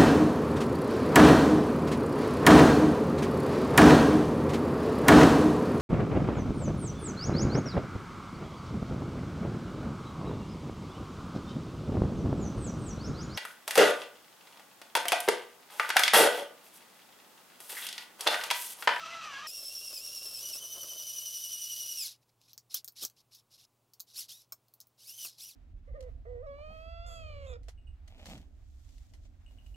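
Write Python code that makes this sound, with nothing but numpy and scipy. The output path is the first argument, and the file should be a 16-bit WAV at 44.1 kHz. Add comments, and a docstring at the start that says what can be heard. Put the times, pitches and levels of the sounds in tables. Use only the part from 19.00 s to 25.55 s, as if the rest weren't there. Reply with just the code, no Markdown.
"""At a workbench in a small room, a cordless drill reams a tube. Its meshing gears give tones over a
chatter of teeth. After half a second everything runs about four times as fast: the growl jumps to a
shrill whine that throbs as the bit binds once a chuck turn, over the scrape of the flutes, then winds down.
Short blips of the trigger follow, with clicks and ringing knocks of bit and tube, over a faint hum."""
import sys
import numpy as np
from scipy import signal
from scipy.fft import rfft, irfft, next_fast_len
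from scipy.io import wavfile
from scipy.ndimage import uniform_filter1d

SR = 44100
rng = np.random.default_rng(int(sys.argv[2]) if len(sys.argv) > 2 else 0)


def waveform_to_disk(signal):
    """Save audio, clipped to [-1, 1], as 16-bit WAV at the path in sys.argv[1]."""
    frames = np.transpose(np.atleast_2d(signal))
    scaled = np.clip(frames, -1, 1) * 32767
    samples = np.round(scaled).astype(np.int16)
    wavfile.write(sys.argv[1], SR, samples)


N = 288855
TIME = np.arange(N) / SR
JUMP_S, SPEED_UP = 0.4695, 4.4
MESHES_PER_TURN, FIRST_BIND_S = 267.9, .477
FULL_HZ, SPEED_POWER = 2927, 2.27  # amplitude grows as this power of the mesh rate
ROOM_T60_S, TOP_HZ = 0.079, 15750


def drill_fast():
    """Load modulation: the bit binds once a turn, so speed and level throb until the drill runs free."""
    ream_hz, ream_gain = reaming_motor()
    free_hz, free_gain = free_motor()
    release_s, sag_share, sag_lag_turns = 3.08, 0.0116, .17
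    chuck = chuck_turns(ream_hz, FIRST_BIND_S)
    load = np.clip((release_s - TIME) / 0.047, 0, 1)
    bind = np.cos(2 * np.pi * chuck) * load
    sag = sag_share * np.cos(2 * np.pi * (chuck - sag_lag_turns))
    mesh_hz = ream_hz * (1 - sag) + free_hz
    hardness = np.clip((mesh_hz - 700) / 1500, 0, 1)
    whine = reaming_whine(mesh_hz, bind)
    chirps = free_chirps(mesh_hz)
    chatter = tooth_chatter(mesh_hz, hardness)
    reaming = whine + chatter * undb(-3.5 + .5 * bind)
    free = chirps + chatter * undb(-1 - 1.5 * hardness)
    return (load * reaming + (1 - load) * free) * (ream_gain + free_gain)


# Gear tones under load. Each row: multiple of the mesh rate, relative level in dB.
LOADED_ORDERS = [(1, 1.5), (1.19, -16.5), (1.9, -10), (1.97, -8), (2, 0.5), (2.05, -9), (3, -3.5),
                 (3.31, -29), (3.53, -24.5), (3.94, -6.5), (4.031, -14), (5, -8), (6, -5)]
# Housing response at the fast pace. 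Each row: frequency in Hz, gain in dB.
HOUSING_FAST = [(300, -25), (1200, -24.5), (2150, -20), (2550, -11.5), (3000, -5.5), (3300, -6.5),
                (4500, -4.5), (5750, 1), (6500, -4), (7900, -6), (9000, -5), (11700, 1), (13400, -7),
                (15500, -7)]
def reaming_whine(mesh_hz, bind):
    """Source and filter: the tones of loaded gears radiate through gearbox and housing."""
    tones = gears(LOADED_ORDERS, mesh_hz, SPEED_UP, wobble=0.00405, rough=0.41, flutter_db=3.04)
    tones = room(gearbox(tones, SPEED_UP), ROOM_T60_S, wet_db=-6.5)
    whine = steady(colour(tones, HOUSING_FAST), seconds=0.051)
    # the lowest tone grows with speed and stays firm while the upper ones throb
    lowest = resonate(whine, hz=2766, width=370)
    upper = (whine - lowest) * undb(-1.0 + 3.23 * bind)
    return lowest * undb(np.interp(mesh_hz, [2650, 3000], [-6, 0])) + upper


# Speed while reaming. 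Each row: time in seconds, mesh rate before drag in Hz.
REAM_SPEED = [(.47, 2745), (1.15, 2775), (1.39, 2654.5), (1.43, 2930), (1.62, 3020), (2.96, 2925.5),
              (3.03, 2446), (3.063, 2018.5), (3.078, 1425.5), (3.19, -1)]
# Loudness while reaming. Each row: time in seconds, level in dB before throb and fade.
REAM_LEVEL = [(.47, -43), (1.35, -42.5), (1.54, -40), (1.6, -44), (1.9, -44), (2.15, -41), (2.95, -40),
              (3.03, -37), (3.08, -33.5)]
# Snags of the bit. Each row: centre in seconds, half length in seconds, share of speed lost.
BIT_SNAGS = [(0.492, .015, .08), (0.649, .035, 0.041), (0.934, .013, 0.094), (0.986, .025, .1),
             (1.549, .026, .12)]
def reaming_motor():
    """Load torque: snags drag the mesh rate down, and the gain dies away as the motor slows."""
    fade_below_hz = 2150
    drag = sum(share * np.exp(-((TIME - s) / half_s) ** 2) for s, half_s, share in BIT_SNAGS)
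    mesh_hz = curve(REAM_SPEED) * (1 - drag)
    run_down = np.clip(mesh_hz / fade_below_hz, 0, 1) ** SPEED_POWER
    return mesh_hz, undb(curve(REAM_LEVEL)) * run_down


def chuck_turns(mesh_hz, from_s):
    """Gear reduction: the integrated mesh rate gives the turns of the chuck since from_s."""
    turns = np.cumsum(mesh_hz) / SR / MESHES_PER_TURN
    return turns - np.interp(from_s, TIME, turns)


def gears(orders, mesh_hz, pace, wobble, rough, flutter_db):
    """Gear meshing: tones at multiples of the tooth rate, shaken by backlash in speed, phase and level."""
    cycles = np.cumsum(mesh_hz * (1 + wobble * walk(40 * pace))) / SR
    out = np.zeros(N)
    for order, db in orders:
        shake = rough * order * walk(70 * pace)
        gain = undb(db + flutter_db * walk(45 * pace))
        below_top = order * mesh_hz < TOP_HZ
        out += below_top * gain * np.sin(2 * np.pi * order * cycles + shake)
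    return out


# Gearbox modes at a pace of 1. Each row: frequency in Hz, bandwidth in Hz, gain in dB.
GEARBOX_RESONANCES = [(693, 17, 1), (1243, 140, -2.5), (1664, 20, 14), (2840, 330, -11)]
def gearbox(tones, pace):
    """Forced resonance: a tone flares as it crosses a mode of the gearbox."""
    return tones + sum(undb(db) * resonate(tones, hz * pace, width * pace)
                       for hz, width, db in GEARBOX_RESONANCES)


# Spectrum of barely turning gears. Each row: frequency in Hz, gain in dB.
IDLE_SPECTRUM = [(1000, -21), (2100, -18.5), (2900, -13), (4000, 1), (5500, 1), (7000, -6), (9000, -11),
                 (10500, -7), (11600, -2.5), (13000, -16), (15500, -20)]
def tooth_chatter(mesh_hz, hardness):
    """Impact noise: a slow motor hits its teeth softly, so its chatter is duller."""
    teeth = room(rattle(mesh_hz, SPEED_UP, depth=0.16, grain_db=2.5), ROOM_T60_S, wet_db=-4.0)
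    bright, dull = unit(colour(teeth, HOUSING_FAST)), unit(colour(teeth, IDLE_SPECTRUM))
    return hardness * bright + (1 - hardness) * dull


def rattle(mesh_hz, pace, depth, grain_db):
    """Amplitude modulation: the noise of teeth and brushes pulses once a motor turn."""
    motor_turns = np.cumsum(mesh_hz) / SR / 5  # five meshes a turn
    pulse = 1 + depth * np.cos(2 * np.pi * motor_turns)
    return unit(rng.standard_normal(N) * pulse * undb(grain_db * walk(110 * pace)))


# Gear tones off load. Each row: multiple of the mesh rate, relative level in dB.
UNLOADED_ORDERS = [(1, 3.5), (2, 1), (2.4, -12), (3, -4), (3.5, -9.5), (4, -2.5), (5, -6), (6, -5.5)]
def free_chirps(mesh_hz):
    """Swept excitation: unloaded gear tones glide through one housing resonance, weaker at low speed."""
    tones = gears(UNLOADED_ORDERS, mesh_hz, SPEED_UP, wobble=.012, rough=.36, flutter_db=5)
    ring = undb(3.2) * resonate(tones, hz=3970, width=630)
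    radiated = colour(room(tones + ring, ROOM_T60_S, wet_db=-16.0), HOUSING_FAST)
    chirps = steady(band(radiated, 3250, 21000), seconds=0.017)
    return chirps * undb(np.interp(mesh_hz, [700, 1700], [-10, -4]))


# Trigger squeezes. Each row: start in seconds, hold in seconds, target mesh rate in Hz,
# level at press and level at release in dB as at steady full speed.
TRIGGER_SQUEEZES = [(3.203, .03, 451.3, -35, -31), (3.268, .03, 451.4, -36, -32),
                    (3.394, 0.069, 642, -36, -40), (3.477, .04, 707, -25, -36.5),
                    (3.697, .042, 1035, -17.5, -30), (3.74, 0.022, 2197, -37, -32.5),
                    (3.952, 0.052, 1203, -26, -30), (4.012, 0.02, 2370, -31, -33.5),
                    (4.153, .056, 641, -27.5, -35.5), (4.306, .092, 913, -28, -41.5),
                    (4.497, 0.061, 764, -30.5, -33.5), (4.575, 0.067, 745, -27.5, -34.5),
                    (5.062, .075, 1017, -37, -40.5), (5.136, .024, 1750, -42, -38),
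                    (5.158, 0.033, 2992, -42.5, -39), (5.282, .048, 1846, -29.5, -39.5),
                    (5.33, .075, 1960, -42.5, -52.5), (5.97, .065, 1651, -50.5, -44),
                    (6.036, .035, 2494, -53, -51), (6.072, .04, 2830, -46.5, -43),
                    (6.112, .068, 3124, -51, -52.5), (6.18, .062, 2925, -46.5, -40.5),
                    (6.324, 0.058, 846, -33.5, -45), (6.379, 0.023, 2101, -42, -43),
                    (6.404, 0.079, 3000, -44.5, -51)]
def free_motor():
    """First-order lag: each squeeze pulls the mesh rate towards a target, then the brake slows it."""
    spin_up_s, brake_hz_per_s = .018, 27000
    mesh_hz, db = np.zeros(N), np.zeros(N)
    for s, held_s, target_hz, press_db, release_db in TRIGGER_SQUEEZES:
        start = int(s * SR)
        t = TIME[:N - start]
        held = np.minimum(t, held_s)
        driven = target_hz + (mesh_hz[start] - target_hz) * np.exp(-held / spin_up_s)
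        mesh_hz[start:] = np.maximum(driven - brake_hz_per_s * (t - held), 0)
        db[start:] = press_db + (release_db - press_db) * held / held_s
    # gears strained by speeding up or braking are louder
    strain = 1 + 0.46 * np.abs(np.gradient(mesh_hz)) * SR / brake_hz_per_s
    gain = undb(db) * (mesh_hz / FULL_HZ) ** SPEED_POWER * strain
    return mesh_hz, uniform_filter1d(gain, SR // 100)


# Speed before the jump. Each row: time in seconds, mesh rate in Hz.
SLOW_SPEED = [(0, 668.3), (.07, 646), (.1, 680), (.16, 658), (.24, 650), (.33, 554.5), (.41, 565),
              (.43, 624)]
# Housing response before the jump. Each row: frequency in Hz, gain in dB.
HOUSING_SLOW = [(60, -19), (165, -8), (380, -14), (640, -8.5), (1320, 0), (1550, -2.5), (2100, -7.5),
                (2700, 1.5), (3700, -6.5), (5000, -7), (7000, -14.5), (10000, -27), (14000, -28),
                (15000, -60)]
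def drill_slow():
    """Gear meshing at natural pace: a growl and a thin whistle swell as the bit bites four times a turn."""
    whistle_hz, level_db, bite_db = 5915, -42.5, 1.3
    mesh_hz = curve(SLOW_SPEED)
    tones = gears(LOADED_ORDERS, mesh_hz, pace=1.0, wobble=.006, rough=0.4, flutter_db=4.3)
    tones = band(gearbox(tones, pace=0.99), 1000, 14000)
    tones = room(tones, ROOM_T60_S * SPEED_UP, wet_db=-6.0)
    chatter = rattle(mesh_hz, pace=0.7, depth=0.14, grain_db=0.5)
    growl = steady(colour(tones, HOUSING_SLOW), 0.13) + undb(-3.0) * unit(colour(chatter, HOUSING_SLOW))
    whistle = undb(-15 + 1.5 * walk(33)) * np.sin(2 * np.pi * whistle_hz * TIME + walk(29))
    bite = np.cos(2 * np.pi * 4 * chuck_turns(mesh_hz, from_s=0.049))
    return (steady(growl, 0.035) + whistle) * undb(level_db + bite_db * bite)


# Loudness of the cut. Each row: time in seconds, level in dB.
SCRAPE_LEVEL = [(.47, -63), (.9, -63.5), (1.4, -59.5), (1.9, -62.5), (2.2, -65.5), (2.6, -72),
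                (2.95, -69.5), (3.1, -104)]
# Spectrum of the cut. Each row: frequency in Hz, gain in dB.
SCRAPE_SPECTRUM = [(60, -15), (170, -13.5), (450, -4), (640, 1), (800, -12), (1200, -7), (2000, -19.5)]
def cutting():
    """Friction noise: the two flutes scrape the tube in low, uneven pulses."""
    flute_db, lag_turns = 1.5, .1
    mesh_hz, _ = reaming_motor()
    chuck = chuck_turns(mesh_hz, FIRST_BIND_S)
    pulse_db = flute_db * np.cos(2 * np.pi * 2 * (chuck - lag_turns))
    scrape = rng.standard_normal(N) * undb(pulse_db + 2.7 * walk(90) + 1.4 * walk(14))
    return unit(colour(scrape, SCRAPE_SPECTRUM)) * swell(SCRAPE_LEVEL)


# Contacts of trigger, bit and tube. Each row: start in seconds, level in dB with the energy
# spread over 4 ms, relative gain of the top band in dB, 60 dB decay time in seconds.
CONTACTS = [(3.415, -64, -15, 0.0048), (3.5323, -50, 0, 0.0029), (3.5782, -45, -8, 0.0054),
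            (3.7429, -32, -11, 0.011), (3.745, -29, 33, 0.026), (3.8452, -42, 6, 0.0055),
            (3.878, -44, 1.5, 0.0021), (3.883, -46.5, -9, 0.0028), (3.922, -61, 8, .003),
            (4.0502, -32, -2, 0.0036), (4.099, -57, -9, 0.0036), (4.349, -54, -4, .01),
            (4.935, -54, -4, 0.031), (4.9968, -52, -1, .003), (5.0021, -42.5, -10, 0.0052),
            (5.006, -41, 5, 0.0019), (5.683, -67, 2, 0.0089), (5.738, -53.5, 9, 0.017),
            (5.803, -47.5, 1, 0.013), (5.813, -53, -24, 0.0015), (5.870, -60.5, 9, 0.0069)]
def clicks():
    """Hard impact: a brief contact has a broad spectrum, a bright snap with little body."""
    out, t = np.zeros(N), TIME[:SR // 10]
    for s, db, top_db, t60 in CONTACTS:
        burst = rng.standard_normal(len(t)) * fade(t, t60)
        top = undb(top_db) * band(burst, 11100, 16400)
        body = undb(-21) * band(burst, 930, 2100)
        snap = band(burst, 4180, 6450) + top + body
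        rms = np.sqrt(np.sum(snap ** 2) / (.004 * SR))
        add(out, s, undb(db) * snap / rms)
    return room(out, ROOM_T60_S, wet_db=-3.0)


# Knocks as the bit catches in the tube. Each row: start in seconds, gain in dB, relative gain of the thud in
# dB, # 60 dB decay time in seconds.
BIT_KNOCKS = [(3.743, -33.5, -15, 0.038), (3.882, -41.5, -18, .03), (4.023, -42, 7.5, 0.058),
              (4.034, -34, 4, 0.051), (4.052, -33.5, -1.5, 0.031), (5.181, -44.5, -28, 0.056),
              (5.522, -35, -34, 0.045), (6.248, -38.5, -10.5, 0.093)]
# Modes of the tube. Each row: frequency in Hz, bandwidth in Hz, gain in dB.
TUBE_RESONANCES = [(675, 71, 0.5), (1190, 260, 1), (2380, 820, -13), (4500, 840, -9.5), (5390, 89, 10),
                   (6800, 990, 3), (8300, 370, 1.5), (13600, 620, -17), (13700, 2000, 4.5)]
def knocks():
    """Modal ringing: when the bit catches, the tube rings over a dull low thud."""
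    out, t = np.zeros(N), TIME[:SR // 5]
    for s, db, thud_db, t60 in BIT_KNOCKS:
        blow = rng.standard_normal(len(t)) * fade(t, t60)
        ring = sum(undb(mode_db) * resonate(blow, hz, width) for hz, width, mode_db in TUBE_RESONANCES)
        thud = undb(thud_db) * band(blow, 180, 690)
        add(out, s, undb(db) * (ring + thud))
    return room(out, ROOM_T60_S, wet_db=-8)


# Loudness of the hum. Each row: time in seconds, level in dB.
HUM_ENVELOPE = [(.5, -81.5), (1.4, -73.5), (4.5, -82), (6.5, -79)]
# Spectrum of the room tone. Each row: frequency in Hz, gain in dB.
ROOM_SPECTRUM = [(15, -49), (25, -14.5), (58, -18.5), (87, -11), (130, -7.5), (175, -13), (1130, -17),
                 (1700, -27.5), (1840, -28), (2550, -26), (13600, -29), (14800, -30.5), (16000, -22)]
def background():
    """Noise floor: faint broadband room tone and a hum that wavers in phase and level."""
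    hum_hz, room_db = 118.3, -74.5
    hum = np.sin(2 * np.pi * hum_hz * TIME + 0.53 * walk(7.6)) * undb(2 * walk(24))
    room_tone = colour(rng.standard_normal(N), ROOM_SPECTRUM)
    return undb(room_db) * unit(room_tone) + undb(curve(HUM_ENVELOPE)) * unit(hum)


def room(x, t60, wet_db):
    """Reverberation: a diffuse, decaying tail follows the direct sound."""
    t = TIME[:SR // 2]
    tail = rng.standard_normal(len(t)) * fade(t, t60) * (1 - fade(t, t60 / 10))
    return x + undb(wet_db) * signal.fftconvolve(x, tail / np.linalg.norm(tail))[:N]


def resonate(x, hz, width):
    """Second-order resonance, gain 1 at its centre."""
    return signal.lfilter(*signal.iirpeak(hz, hz / width, SR), x)


def colour(x, points):
    """Spectral shaping by (Hz, dB) points."""
    hz, db = np.transpose(points)
    size = 2 * next_fast_len(len(x) // 2 + 2048)
    freq = np.maximum(np.fft.rfftfreq(size, 1 / SR), 1)
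    gain = undb(np.interp(np.log(freq), np.log(hz), db))
    return irfft(rfft(x, size) * gain)[:len(x)]


def band(x, lo_hz, hi_hz):
    """Causal band-pass filtering."""
    return signal.sosfilt(signal.butter(2, [lo_hz, hi_hz], "band", fs=SR, output="sos"), x)


def steady(x, seconds):
    """Division by the running rms holds the slow level at 1 and keeps the fast flutter."""
    return x / np.sqrt(np.abs(uniform_filter1d(x ** 2, int(seconds * SR))) + 1e-12)


def fade(t, t60):
    """Exponential decay, 60 dB in t60."""
    return np.exp(-np.log(1000) * t / t60)


def walk(rate):
    """Interpolated noise of rms 1, with rate new values a second."""
    return unit(np.interp(TIME * rate, np.arange(N), rng.standard_normal(N)))


def curve(rows):
    """Linear interpolation of (s, value) rows."""
    return np.interp(TIME, *np.transpose(rows))


def swell(rows):
    """Gain envelope of (s, dB) rows, silent outside them."""
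    db = np.interp(TIME, *np.transpose(rows), left=-200, right=-200)
    return uniform_filter1d(undb(db), 64)


def undb(db):
    """Decibels to gain."""
    return 10 ** (np.asarray(db) / 20)


def unit(x):
    """Normalisation to rms 1."""
    return x / np.sqrt(np.mean(x ** 2))


def add(out, s, sound):
    """Superposition of a sound starting at time s."""
    start = int(s * SR)
    out[start:start + len(sound)] += sound[:N - start]


def scene():
    """Superposition: the slow drill gives way to the fast one and its surroundings, in both channels."""
    fast = np.clip((TIME - JUMP_S) * 1000, 0, 1)  # 1 ms crossfade
    mono = (1 - fast) * drill_slow()
    mono += fast * (drill_fast() + cutting() + clicks() + knocks() + background())
    return np.array([mono, mono])


def record(dry):
    """Band limiting: a steep low-pass removes the highest treble."""
    return signal.sosfilt(signal.ellip(10, .2, 80, TOP_HZ, fs=SR, output="sos"), dry)


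dry = scene()
out = record(dry)
waveform_to_disk(out)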